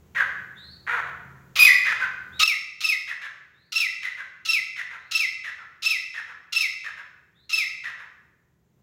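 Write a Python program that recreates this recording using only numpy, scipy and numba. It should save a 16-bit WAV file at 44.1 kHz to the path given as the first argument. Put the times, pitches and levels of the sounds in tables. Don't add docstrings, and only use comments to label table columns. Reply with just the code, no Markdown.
import sys
import numpy as np
from scipy import signal
from scipy.fft import rfft, irfft
from scipy.io import wavfile
from numba import njit

SR = 44100
rng = np.random.default_rng(int(sys.argv[2]) if len(sys.argv) > 2 else 0)


def log_audio(samples):
    frames = np.atleast_2d(samples).T
    limited = np.clip(frames, -1, 1)
    pcm = np.round(limited * 32767).astype(np.int16)
    wavfile.write(sys.argv[1], SR, pcm)


N = 388962
WHISTLE_DELAY_S, SLIDE_DELAY_S, CRY_LENGTH_S = .037, .081, .156


def undb(db):
    return 10 ** (np.asarray(db) / 20)


def unit(x):
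    return x / np.sqrt(np.mean(x ** 2) + 1e-18)


def on_log(table, hz):
    key, value = np.transpose(table)
    return np.interp(np.log(np.maximum(hz, 1)), np.log(key), value)


def colour(x, spectrum):
    return irfft(rfft(x) * undb(on_log(spectrum, np.fft.rfftfreq(len(x), 1 / SR))), len(x))


def clock(length_s):
    return np.arange(int(length_s * SR)) / SR


def wander(t, rate_hz):
    return np.interp(t * rate_hz, np.arange(4096), rng.standard_normal(4096))


def swell(t, attack_s):
    return 1 - np.exp(-2 * t / attack_s)


def fade(t, edge_s):
    return np.sin(np.pi / 2 * np.clip(np.minimum(t, t[-1] - t) / edge_s, 0, 1)) ** 2


def turn(hz):
    return 2 * np.pi * np.cumsum(hz) / SR


def add(track, start_s, x):
    i = int(start_s * SR)
    track[i:i + len(x)] += x[:len(track) - i]


@njit
def resonate(x, hz, width_hz):
    y, band_state, low_state = np.empty(len(x)), 0., 0.
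    for i in range(len(x)):
        g, damping = np.tan(np.pi * hz[i] / SR), width_hz / hz[i]
        band = (band_state + g * (x[i] - low_state)) / (1 + g * (g + damping))
        band_state, low_state = 2 * band - band_state, low_state + 2 * g * band
        y[i] = damping * band
    return y


def hum():
    # frequency in Hz, relative level in dB.
    partials = [(75.4, -64.5), (129.2, -62), (172.3, -65.5), (366.1, -77.5)]
    # time in seconds, level in dB before trim.
    early = [(0.0, -61), (1.39, -50.5), (1.82, -64.5), (2.28, -60.5), (2.42, -58)]
    late = [(2.47, -72.5), (5.31, -70.5), (6.28, -75), (6.98, -69.5), (8.8, -68)]
    trim_db = -2
    t = np.arange(N) / SR
    tones = sum(undb(db + 2 * wander(t, 6)) * np.sin(turn(hz * (1 + .028 * wander(t, 13))))
                for hz, db in partials)
    times_s, level_db = np.transpose(early + late)
    return unit(tones) * undb(np.interp(t, times_s, level_db) + trim_db)


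def air():
    # frequency in Hz, relative level in dB.
    spectrum = [(20, -25.5), (45, -10.5), (75, 0), (130, -2.5), (195, -3.5), (270, -11.5), (380, -8.5),
                (600, -18), (1500, -24), (3000, -30), (5000, -35), (7000, -30), (9000, -41), (15000, -32.5)]
    return unit(colour(rng.standard_normal(N), spectrum)) * undb(-54 + wander(np.arange(N) / SR, 5))


def buzz(t, hz, jitter, odd_db, harmonics=26):
    phase = turn(hz * (1 + jitter * wander(t, 904)))
    k = np.arange(1, harmonics + 1)[:, None]
    spread = np.pi * k ** 2 / harmonics
    pulses = np.sum(undb(odd_db * (k % 2)) * np.cos(k * phase + spread), axis=0)
    puffs = (1 + np.cos(phase)) * rng.standard_normal(SR)[:len(t)]
    return unit(pulses * undb(4.4 * wander(t, 350))) + unit(puffs)


def beak(spectrum, opening_db):
    # frequency in Hz, gain in dB per dB of opening.
    tilt = [(300, -1), (2000, 0.5), (4500, 2.5), (9000, 1.96), (15000, 0.5)]
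    return [(hz, db + opening_db * on_log(tilt, hz)) for hz, db in spectrum]


def whistle(t, hz, bright_db, jitter, waver):
    # overtone frequency in Hz, gain in dB.
    tract = [(3200, -10.5), (4900, -15), (5350, -9), (6200, -23), (7400, -28), (8000, -27.5), (9900, -20.5),
             (10650, -25.5), (11500, -26), (12400, -18.5), (13300, -28.5), (14800, -23.5), (15800, -43)]
    phase = turn(hz * (1 + jitter * wander(t, 1200) + waver * wander(t, 170)))
    overtones = sum(undb(on_log(tract, k * hz)) * np.sin(k * phase) for k in range(2, 7))
    return np.sqrt(2) * (np.sin(phase) + undb(bright_db) * overtones)


def clucks():
    # start in seconds, length in seconds, throat resonance in Hz, level in dB,
    # relative level of the ringing tone in dB.
    notes = [ (.147, .085, 1723, -21.5, 5), (0.865, .14, 1423, -21, -16), (1.062, 0.041, 1440, -35, -13),
             (1.844, 0.09, 1782, -21, 1), (1.996, 0.066, 1525, -25, 3.5), (3.071, 0.06, 1956, -19, 3),
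             (3.212, 0.059, 1800, -21, -0.5), (4.019, 0.068, 1990, -19.5, 3.5),
             (4.168, 0.061, 1658, -23, -.5), (4.759, 0.063, 1952, -19, 3.5), (4.902, 0.068, 1553, -25, -4),
             (5.435, 0.07, 1864, -20.5, 1), (5.576, .065, 1393, -32, 1), (6.136, 0.068, 1833, -20.5, 4.5),
             (6.269, 0.062, 1503, -27.5, -18), (6.836, 0.063, 1783, -20, -1.5),
             (6.967, 0.053, 1590, -27, -4), (7.834, 0.071, 1817, -19.5, 0), (7.984, 0.058, 1548, -28, -17)]
    # frequency in Hz, gain in dB.
    throat = [(250, -32), (480, -10.5), (750, -8.5), (1200, -1), (1750, 1.5), (2400, -1.5), (2900, -6),
              (3800, -5), (5000, -15), (6600, -8), (8000, -16.5), (10000, -15.5), (15000, -13)]
    neutral_hz, shut_db, warm_up_s = 1721, -3.5, 1
    out = np.zeros(N)
    for start_s, length_s, throat_hz, level_db, tone_db in notes:
        t = clock(length_s)
        progress = t / length_s
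        past_ring = progress - .54
        pitch_hz = throat_hz * .35 * (1 - .34 * (2 * progress - 1) ** 2)
        opening_db = 12 * np.log2(throat_hz / neutral_hz) + shut_db * np.exp(-start_s / warm_up_s)
        pulses = buzz(t, pitch_hz * (1 + .035 * wander(t, 110)), jitter=.015 + .1 * progress, odd_db=2.1)
        voice = resonate(pulses, throat_hz * (1 - .42 * past_ring), width_hz=900.0)
        voice = colour(voice, beak(throat, opening_db))
        ring_hz = throat_hz * (1 - .27 * past_ring)
        tone = whistle(t, ring_hz, bright_db=-17.5 + 2 * opening_db, jitter=.02, waver=.014)
        ring = unit(tone * undb(7.1 * wander(t, 180))) * undb(tone_db - 12.5 * (2 * past_ring) ** 2)
        note = unit(voice) * undb(3 - 7.5 * progress) + ring
        add(out, start_s, note * undb(level_db) * swell(t, .35 * length_s) * fade(t, .0016))
    return out


def squeaks():
    # start in seconds, length in seconds, level in dB.
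    notes = [(.548, 0.24, -44), (2.315, .11, -42), (3.524, .2, -51.5), (4.95, 0.18, -50),
             (7.339, 0.15, -48)]
    from_hz, ceiling_hz, rise_s, decay_db_per_s = 3350, 4922, .15, 31
    out = np.zeros(N)
    for start_s, length_s, level_db in notes:
        t = clock(length_s)
        hz = ceiling_hz + (from_hz - ceiling_hz) * np.exp(-t / rise_s)
        phase = turn(hz * (1 + .033 * wander(t, 1500) + .02 * wander(t, 70)))
        tone = np.sin(phase) + undb(-27) * np.sin(2 * phase) + undb(-29) * np.sin(3 * phase)
        gain = undb(level_db - decay_db_per_s * t + 2.4 * wander(t, 50))
        add(out, start_s, unit(tone) * gain * fade(t, .039))
    return out


def rasp(whistle_hz, held_s, waver, opening_db):
    # frequency in Hz, gain in dB.
    throat = [(300, -45), (700, -27), (950, -25), (1270, -15), (1650, -15), (2050, -7.5), (2750, 0),
              (3300, -2), (4100, -1), (4750, -3.5), (5400, -4.5), (6700, -10), (7800, -20.5), (9600, -21.5),
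              (10600, -23), (15500, -26.5)]
    throb_hz, peak_s, settle_s = 33.8, .009, .045
    sag_per_s, duck_db, decay_db_per_s = .4, -3, 149.5
    t = clock(.15)
    throb = np.cos(2 * np.pi * throb_hz * (t - peak_s))
    bend = 1 + .08 * throb * np.exp(-t / settle_s) - sag_per_s * t
    whistling = np.sin(np.pi * np.clip((t - WHISTLE_DELAY_S) / held_s, 0, 1))
    level_db = 2.5 * throb + duck_db * whistling - decay_db_per_s * np.maximum(t - SLIDE_DELAY_S, 0)
    pitch_hz = whistle_hz / 4 * bend * (1 + 3 * waver * wander(t, 140))
    pulses = buzz(t, pitch_hz, jitter=.015, odd_db=-10.5)
    voice = unit(colour(pulses, beak(throat, opening_db)))
    return voice * undb(level_db + 2 * wander(t, 130)) * swell(t, .008) * fade(t, .0028)


def undertone(whistle_hz, hoarse, waver):
    t = clock(SLIDE_DELAY_S)
    phase = turn(whistle_hz * (.488 - .032 * hoarse) * (1 + 4.5 * waver * wander(t, 300)))
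    return unit(np.sin(phase) + undb(1) * np.sin(3 * phase)) * fade(t, .016)


def held_whistle(hz, held_s, waver):
    t = clock(held_s)
    bend = 1 + .022 * np.exp(-t / .0047)
    tone = whistle(t, hz * bend, bright_db=1.6, jitter=.005 + .68 * waver, waver=waver)
    return tone * swell(t, .007) * fade(t, .004)


def slide(hz, length_s, waver):
    from_ratio, towards_ratio, decay_db_per_s, flutter_db = 1.02, .45, 84.5, 3.5
    t = clock(length_s)
    bend = towards_ratio + (from_ratio - towards_ratio) / (1 + (t / length_s / .98) ** 1.5)
    bright_db = 3.4 - 99 * (1 - bend)
    tone = whistle(t, hz * bend, bright_db, jitter=.0046 + 1.1 * waver, waver=1.8 * waver)
    return tone * undb(1.5 - decay_db_per_s * t + flutter_db * wander(t, 190)) * fade(t, .0062)


def cries():
    # start in seconds, whistle pitch in Hz, whistle length in seconds, level in dB,
    # relative whistle, undertone and room levels in dB, hoarseness from 0 to 1.
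    calls = [ (1.554, 2473, 0.051, -9, -1, -25.5, -2.5, 1),
             (2.392, 2655, .031, -6.5, -2.5, -14.5, -6, 0.33),
             (2.804, 2634, 0.02, -7, 3.5, -22.5, -7.5, 0.19),
             (3.719, 2677, 0.027, -8, 2.5, -20.5, -6, 0.04),
             (4.449, 2680, 0.026, -8.5, 3.5, -18.5, -7.5, 0),
             (5.11, 2665, 0.023, -8, 4.5, -22.5, -6.5, 0.01), (5.82, 2647, 0.024, -8, 4.5, -21.5, -6, 0),
             (6.522, 2649, 0.024, -8.5, 5, -23, -6, 0.04), (7.492, 2635, 0.024, -8.5, 4, -22, -5, .05)]
    direct, to_walls = np.zeros(N), np.zeros(N)
    for start_s, hz, held_s, level_db, whistle_db, under_db, room_db, hoarse in calls:
        cry = np.zeros(SR // 2)
        waver = .004 + .011 * hoarse
        add(cry, 0, rasp(hz, held_s, waver, opening_db=-4.5 * hoarse) * undb(-7.5 - 4.5 * hoarse))
        add(cry, 0, undertone(hz, hoarse, waver) * undb(under_db))
        add(cry, WHISTLE_DELAY_S, held_whistle(hz, held_s, waver) * undb(1 + whistle_db))
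        slide_at_s = max(SLIDE_DELAY_S, WHISTLE_DELAY_S + held_s)
        add(cry, slide_at_s, slide(hz, CRY_LENGTH_S - slide_at_s, waver))
        add(direct, start_s, cry * undb(level_db))
        add(to_walls, start_s, cry * undb(level_db + room_db))
    return direct, to_walls


def first_echoes(x):
    # delay in seconds, gain in dB.
    echoes = [(.0043, -23), (0.0104, -16.5), (0.019, -14.5), (.0262, -19.5)]
    out = np.zeros(N)
    for delay_s, db in echoes:
        add(out, delay_s, undb(db) * x)
    return out


def room(x):
    # band centre in Hz, time to decay by 60 dB in seconds.
    decays = [(300, 1.1), (1000, 0.89), (1700, 0.83), (2500, 0.76), (4000, 0.7), (6000, 0.69),
              (10000, 0.42), (15000, .33)]
    t = clock(1.4)
    noise, hz = rfft(rng.standard_normal(len(t))), np.fft.rfftfreq(len(t), 1 / SR)
    centres_hz = np.array(decays)[:, 0]
    tail = 0
    for (_, t60_s), weights in zip(decays, np.eye(len(decays))):
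        band = irfft(noise * on_log(np.c_[centres_hz, weights], hz), len(t))
        tail = tail + band * np.exp(-np.log(1000) * t / t60_s)
    tail = tail * np.clip((t - .006) / .0098, 0, 1)
    return signal.fftconvolve(x, tail / np.sqrt(np.sum(tail ** 2)))[:N]


def scene():
    step_s, step_db = (2.434, 2.446), (-3, -15)
    shrill, to_walls = cries()
    soft = clucks() + squeaks()
    direct = shrill + undb(-.5) * soft
    mix = direct + first_echoes(direct) + room(to_walls + undb(-4.5) * soft) + air()
    level_db = np.interp(np.arange(N) / SR, step_s, step_db)
    return (mix * undb(level_db) + hum())[None]


def record(dry):
    top_hz = 15800
    rounded = dry / (1 + dry ** 8) ** (1 / 8)
    return signal.sosfilt(signal.ellip(12, .2, 90, top_hz, fs=SR, output="sos"), rounded)


dry = scene()
out = record(dry)
log_audio(out)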